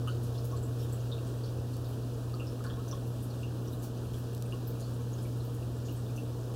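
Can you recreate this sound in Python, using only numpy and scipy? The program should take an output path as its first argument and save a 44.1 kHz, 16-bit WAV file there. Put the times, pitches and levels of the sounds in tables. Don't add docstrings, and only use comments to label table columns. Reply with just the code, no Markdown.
import sys
import numpy as np
from scipy import signal
from scipy.fft import rfft, irfft, next_fast_len
from scipy.io import wavfile

SR = 44100
rng = np.random.default_rng(int(sys.argv[2]) if len(sys.argv) > 2 else 0)


def wav_out(sig):
    wavfile.write(sys.argv[1], SR, np.round(np.clip(np.atleast_2d(sig).T, -1, 1) * 32767).astype(np.int16))


def to_linear_factor(level_db):
    exponent = np.asarray(level_db, float) / 20
    return 10 ** exponent


N = 288855


def in_time(rows):
    s, *columns = np.transpose(rows)
    return [np.interp(np.arange(N) / SR, s, column) for column in columns]


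def drift(rate_hz):
    settle = 2000
    pole = np.exp(-2 * np.pi * rate_hz * 40 / SR)
    noise = rng.standard_normal(N // 40 + 2 + settle)
    slow = signal.lfilter([1], [1, -2 * pole, pole * pole], noise)[settle:]
    return np.interp(np.arange(N) / 40, np.arange(len(slow)), slow / slow.std())


def coloured(points, peaks, patchy_db, rate_hz):
    size = next_fast_len(N, real=True)
    hz = np.maximum(np.fft.rfftfreq(size, 1 / SR), 1)
    point_hz, level_db = np.transpose(points)
    gain = to_linear_factor(np.interp(np.log(hz), np.log(point_hz), level_db, left=-60))
    for centre_hz, width_hz, peak_db in peaks:
        gain = gain * (1 + (to_linear_factor(peak_db) - 1) / (1 + (2 * (hz - centre_hz) / width_hz) ** 2))
    spectrum = rfft(rng.standard_normal(size)) * gain
    shared = drift(rate_hz)
    out = 0
    for octave in range(4, 15):
        band = np.clip(1 - abs(np.log2(hz) - octave), 0, 1)
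        flicker = to_linear_factor(patchy_db * (1.34 * shared + drift(rate_hz)))
        out = out + irfft(spectrum * band, size)[:N] * flicker
    return out / out.std()


def pump(hum_db, buzz_db):
    mains_hz = 60.02
    # multiple of mains, level/dB re strongest
    harmonics = [(2, 0), (3, -20), (4, -19), (5, -23), (6, -26), (8, -27), (10, -32)]
    # f/Hz, level/dB re hum
    whirr = [(57.2, -18.5), (220.5, -31), (259, -19.5)]
    buzzing = (3, 4)
    t = np.arange(N) / SR
    lines = [(k * mains_hz, line_db, k in buzzing) for k, line_db in harmonics]
    lines += [(hz, line_db, False) for hz, line_db in whirr]
    out = 0
    for hz, line_db, buzzes in lines:
        waver = to_linear_factor(0.34 * drift(1.0) * (-1.5 - line_db / 8))
        level = to_linear_factor(line_db + buzzes * buzz_db) * waver
        out = out + level * np.sin(2 * np.pi * (hz * t + rng.random()))
    return np.sqrt(2) * to_linear_factor(hum_db) * out


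def rumble(level_db):
    # f/Hz, level/dB per Hz
    spectrum = [(25, -17), (34, -12.5), (50, -2.5), (70, -1), (130, 2.5), (170, -1.5), (250, 1.5), (480, 0),
                (560, -6.5), (750, -10.5), (1000, -13), (1500, -17.5), (3000, -37.5)]
    # f/Hz, width/Hz, level/dB
    panels = [(36.2, 9.3, 12.5), (84.8, 14.5, 13), (156, 12, 2.5), (264, 15, 3), (315, 16, 2.5),
              (348, 19, 2), (461, 16.4, 6), (552, 6.2, 7.5), (657, 49, 5), (1100, 12, 6)]
    return to_linear_factor(level_db + 2.0) * coloured(spectrum, panels, patchy_db=0.34, rate_hz=16.0)


def hiss():
    # f/Hz, level/dB per Hz
    spectrum = [(600, -33), (1200, 0.5), (2000, -6.5), (3000, -0.5), (5000, -3.5), (7000, -6.5),
                (10000, -8), (15000, -10)]
    peaks = [(2800, 30, 4), (1280, 60, 3)]  # f/Hz, width/Hz, level/dB
    return to_linear_factor(-57.5) * coloured(spectrum, peaks, patchy_db=0.4, rate_hz=8.0)


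def add(track, s, sound):
    at = int(s * SR)
    track[at:at + len(sound)] += sound[:N - at]


def scaled(sound, energy_db):
    return sound * to_linear_factor(energy_db) / np.sqrt(np.sum(sound ** 2) / SR)


def hood():
    # f/Hz, strength, t60/s
    modes = [(1100, 0.41, 0.19), (1290, 0.17, 0.24), (1428, 0.28, 0.21), (2836, 0.29, 0.11),
             (3050, 0.13, 0.11), (3605, 0.22, 0.24)]
    t = np.arange(8000) / SR
    return sum(gain * np.sin(2 * np.pi * hz * t) * to_linear_factor(-60 * t / t60_s) for hz, gain, t60_s in modes)


def echoed(sound, decay_s, chance):
    wall_s, wall_gain, direct_gain = 0.0065, 14.0, 17.0
    room_db, room_t60_s = -6, 0.23
    t = np.arange(len(chance)) / SR
    wall = round(wall_s * SR)
    fading = to_linear_factor(-60 * t / decay_s) + to_linear_factor(room_db - 60 * t / room_t60_s)
    echoes = chance * fading * np.clip(t / wall_s, 0, 1) ** 2
    echoes[0] = direct_gain * np.sqrt(0.2 / max(decay_s, 0.05))
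    echoes[wall] += wall_gain * fading[wall]
    fade_out = np.clip((t[-1] - t) / 0.03, 0, 1)
    return signal.fftconvolve(sound, echoes)[:len(t)] * fade_out


def bubble(energy_db, hz, spread_hz, decay_s, chance):
    t = np.arange(3000) / SR
    ring_s = 0.33 / max(spread_hz, 0.07 * hz)
    cycles = (hz - 0.35 * spread_hz) * t + 0.1 * spread_hz * t ** 2 / ring_s
    envelope = np.exp(-t / ring_s) * (1 - np.exp(-t / (0.5 * ring_s)))
    ring = np.sin(2 * np.pi * cycles) * envelope
    return scaled(echoed(ring, decay_s, chance), energy_db)


def trickle():
    count, rate_per_s, floor_db = 400, 40.0, -90
    out = np.zeros(N)
    rows = rng.random((count, 4))
    times = np.cumsum(-np.log(1 - rows[:, 0]) / rate_per_s)
    chances = rng.standard_normal((count, 4000)) + hood()[:4000]
    for s, (_, size, pitch, wide), chance in zip(times, rows, chances):
        if s < N / SR:
            hz = 1000 * 9.0 ** pitch
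            spread_hz = hz * (0.052 + 0.069 * wide)
            add(out, s, bubble(floor_db + 9 * size, hz, spread_hz, 0.07, chance))
    return out


def bubbles():
    # t/s, energy/dB, f/Hz, echo t60/s
    drips = [(.073, -60, 1290, 0.1), (.088, -68, 1470, 0.13), (.075, -62.5, 2970, .15),
             (.354, -80, 3420, .08), (.522, -63, 1115, 0.17), (1.117, -62.5, 3700, 0.24),
             (1.18, -75, 2780, .11), (2.331, -67, 1245, 0.32), (2.398, -64.5, 2720, 0.18),
             (2.41, -72, 1300, .12), (2.6, -69.5, 1270, .18), (2.642, -68, 1500, 0.15),
             (2.665, -70, 1100, .1), (2.7, -69, 3350, 0.15), (2.773, -68, 1100, .08),
             (2.795, -70, 1290, .092), (2.927, -70.5, 3440, .11), (2.927, -63, 1100, 0.033),
             (3.432, -66.5, 2760, 0.11), (4.137, -74.5, 3300, .15), (4.524, -66, 2840, 0.052),
             (4.524, -70, 1095, 0.085), (5.252, -73, 2320, 0.098), (4.989, -77, 1100, 0.072),
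             (5.625, -78, 2740, .07), (5.885, -72, 2880, 0.093), (6.064, -79, 3520, .07),
             (6.177, -67, 2730, .12)]
    # t/s, energy/dB, f/Hz, echo t60/s
    beads = [(.092, -74, 4470, .27), (.38, -75, 4430, .1), (0.379, -73, 5230, .13), (.516, -78, 5920, .09),
             (.565, -78, 4380, .12), (0.567, -75, 7620, 0.14), (0.63, -73.5, 7750, .17),
             (.797, -74, 5470, 0.3), (.925, -78, 10030, .19), (.926, -71, 7900, .17),
             (1.116, -72, 4200, .12), (1.269, -78, 8390, .14), (1.438, -71.5, 4570, 0.17),
             (1.733, -75, 4520, 0.26), (2.341, -72.5, 4550, 0.064), (2.47, -71, 5260, 0.14),
             (2.666, -73, 4500, .07), (2.882, -73, 6020, 0.073), (2.913, -65.5, 5800, 0.087),
             (3.228, -77, 8770, .19), (3.675, -74.5, 5720, .11), (3.729, -75.5, 3950, .09),
             (3.793, -80, 7760, .29), (4.807, -78, 6840, .27), (4.82, -72, 4480, .25),
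             (5.132, -73, 6640, .1), (5.182, -77, 5120, .17), (5.405, -76, 4140, .08),
             (5.972, -80, 8170, .16), (6.163, -75, 6220, .11)]
    out = np.zeros(N)
    drops = [(s, db, hz, 0.052 * hz, decay_s) for s, db, hz, decay_s in drips]
    drops += [(s, db, hz, 0.058 * hz, decay_s) for s, db, hz, decay_s in beads]
    chances = rng.standard_normal((len(drops), 8000)) + hood()
    for (s, *drop), chance in zip(drops, chances):
        add(out, s, bubble(*drop, chance))
    return out


def burst(low_hz, high_hz, length_s, chance):
    t = np.arange(len(chance)) / SR
    band = signal.butter(3, [low_hz, high_hz], "band", fs=SR, output="sos")
    spatter = chance * np.exp(-(t / length_s) ** 2)
    spatter[0] = 11.0
    return signal.sosfilt(band, spatter)


def splashes():
    # t/s, energy/dB, low f/Hz, high f/Hz
    slaps = [(.075, -74, 6000, 12000), (.231, -72.5, 7200, 13500), (.25, -80, 4000, 6500),
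             (.445, -69.5, 10600, 16000), (.446, -74, 5000, 9000), (.925, -74, 8500, 16000),
             (1.883, -77, 9000, 15000), (2.64, -72, 2500, 11800), (2.7, -70, 1170, 1750),
             (2.88, -74, 3000, 16000), (3.07, -77, 9000, 15000), (3.303, -75, 3800, 5400),
             (3.385, -82, 7900, 8400), (3.725, -74, 8000, 15500), (4.136, -75, 4000, 16000),
             (4.185, -77, 11000, 16000), (4.36, -79, 11000, 13500), (4.457, -78, 7960, 10000),
             (4.672, -66.5, 12300, 15400), (4.799, -71.5, 4000, 12000), (4.938, -79, 5000, 11000),
             (5.223, -73.5, 6460, 12000), (5.365, -81, 8000, 11000), (5.265, -80, 11500, 13500),
             (5.444, -77, 12000, 16000), (5.543, -74.5, 6000, 14000), (5.922, -75, 12500, 16000),
             (6.162, -75, 7000, 16000), (6.54, -75, 2500, 12000)]
    # t/s, energy/dB, low f/Hz, high f/Hz
    sprays = [(.34, -73.5, 2500, 6500), (.622, -77, 8000, 14000), (.787, -76, 2500, 5000),
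              (.788, -75, 6000, 16000), (.82, -73, 6000, 16000), (.814, -73.5, 2900, 3800),
              (1.845, -75.5, 3720, 4700), (1.44, -75, 3980, 6200), (1.724, -77, 2500, 15000),
              (2.641, -66, 890, 1720), (3.222, -71.5, 8500, 14500), (3.823, -66.5, 4500, 16000),
              (5.85, -72.5, 4200, 7500), (5.955, -78, 7000, 10000)]
    slap_s, spray_s, decay_s = 0.002, 0.025, 0.2
    out = np.zeros(N)
    hits = [(*row, slap_s) for row in slaps] + [(*row, spray_s) for row in sprays]
    chances = rng.standard_normal((len(hits), 2, 8000))
    for (s, energy_db, *shape), (spatter, echo) in zip(hits, chances):
        add(out, s, scaled(echoed(burst(*shape, spatter), decay_s, echo), energy_db))
    return out


def ticks():
    # t/s, energy/dB, low f/Hz, high f/Hz
    clicks = [
        (1.687, -85, 600, 6000),
        (1.737, -84, 6000, 15000),
        (1.768, -77, 4500, 16000),
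        (1.858, -85, 11000, 16000),
        (2.641, -77, 2500, 16000),
        (4.331, -82, 8000, 15000),
        (4.349, -72.5, 3500, 16000),
        (4.379, -79, 5000, 9000),
        (4.424, -70, 3000, 14000),
    ]
    out = np.zeros(N)
    for (s, energy_db, *band), chance in zip(clicks, rng.standard_normal((len(clicks), 1000))):
        add(out, s, scaled(burst(*band, 0.0022, chance), energy_db))
    return out


def lens_motor():
    runs = [
        (3.63, 3.92, -74),
        (4.02, 4.14, -79),
        (4.26, 4.4, -78),
    ]
    whine_hz, edge_s = 14336, 0.02
    t = np.arange(N) / SR
    running = 0
    for start_s, end_s, level_db in runs:
        running = running + to_linear_factor(level_db) * np.clip(np.minimum(t - start_s, end_s - t) / edge_s, 0, 1)
    return np.sqrt(2) * running * np.sin(2 * np.pi * whine_hz * t)


def scene():
    # t/s, hum level/dB, rumble level/dB, casing buzz level/dB
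    pan = [(0, -34, -44, -10), (1, -35, -44, -7), (2, -35.5, -44.5, -2), (3, -36.5, -44.5, 3),
           (4, -37, -44.5, 3.5), (4.5, -36, -45, 3), (5.3, -35.5, -45, 2), (6.55, -36, -44.5, -1)]
    hum_db, rumble_db, buzz_db = in_time(pan)
    machine = pump(hum_db, buzz_db) + rumble(rumble_db)
    water = hiss() + trickle() + bubbles() + splashes()
    camera = ticks() + lens_motor()
    return (machine + water + camera)[None]


def band_limit(x):
    return signal.sosfilt(signal.butter(12, 15800, fs=SR, output="sos"), x)


def record(dry):
    gap_hz, width_hz, leak = 2107, 624, 0.016
    b, a = signal.iirnotch(gap_hz, gap_hz / width_hz, SR)
    notched = signal.lfilter(b, a, dry)
    leaky = notched + leak * (dry - notched)
    top = signal.ellip(10, 0.3, 60, 15850, fs=SR, output="sos")
    return band_limit(signal.sosfilt(top, leaky))


dry = scene()
out = record(dry)
wav_out(out)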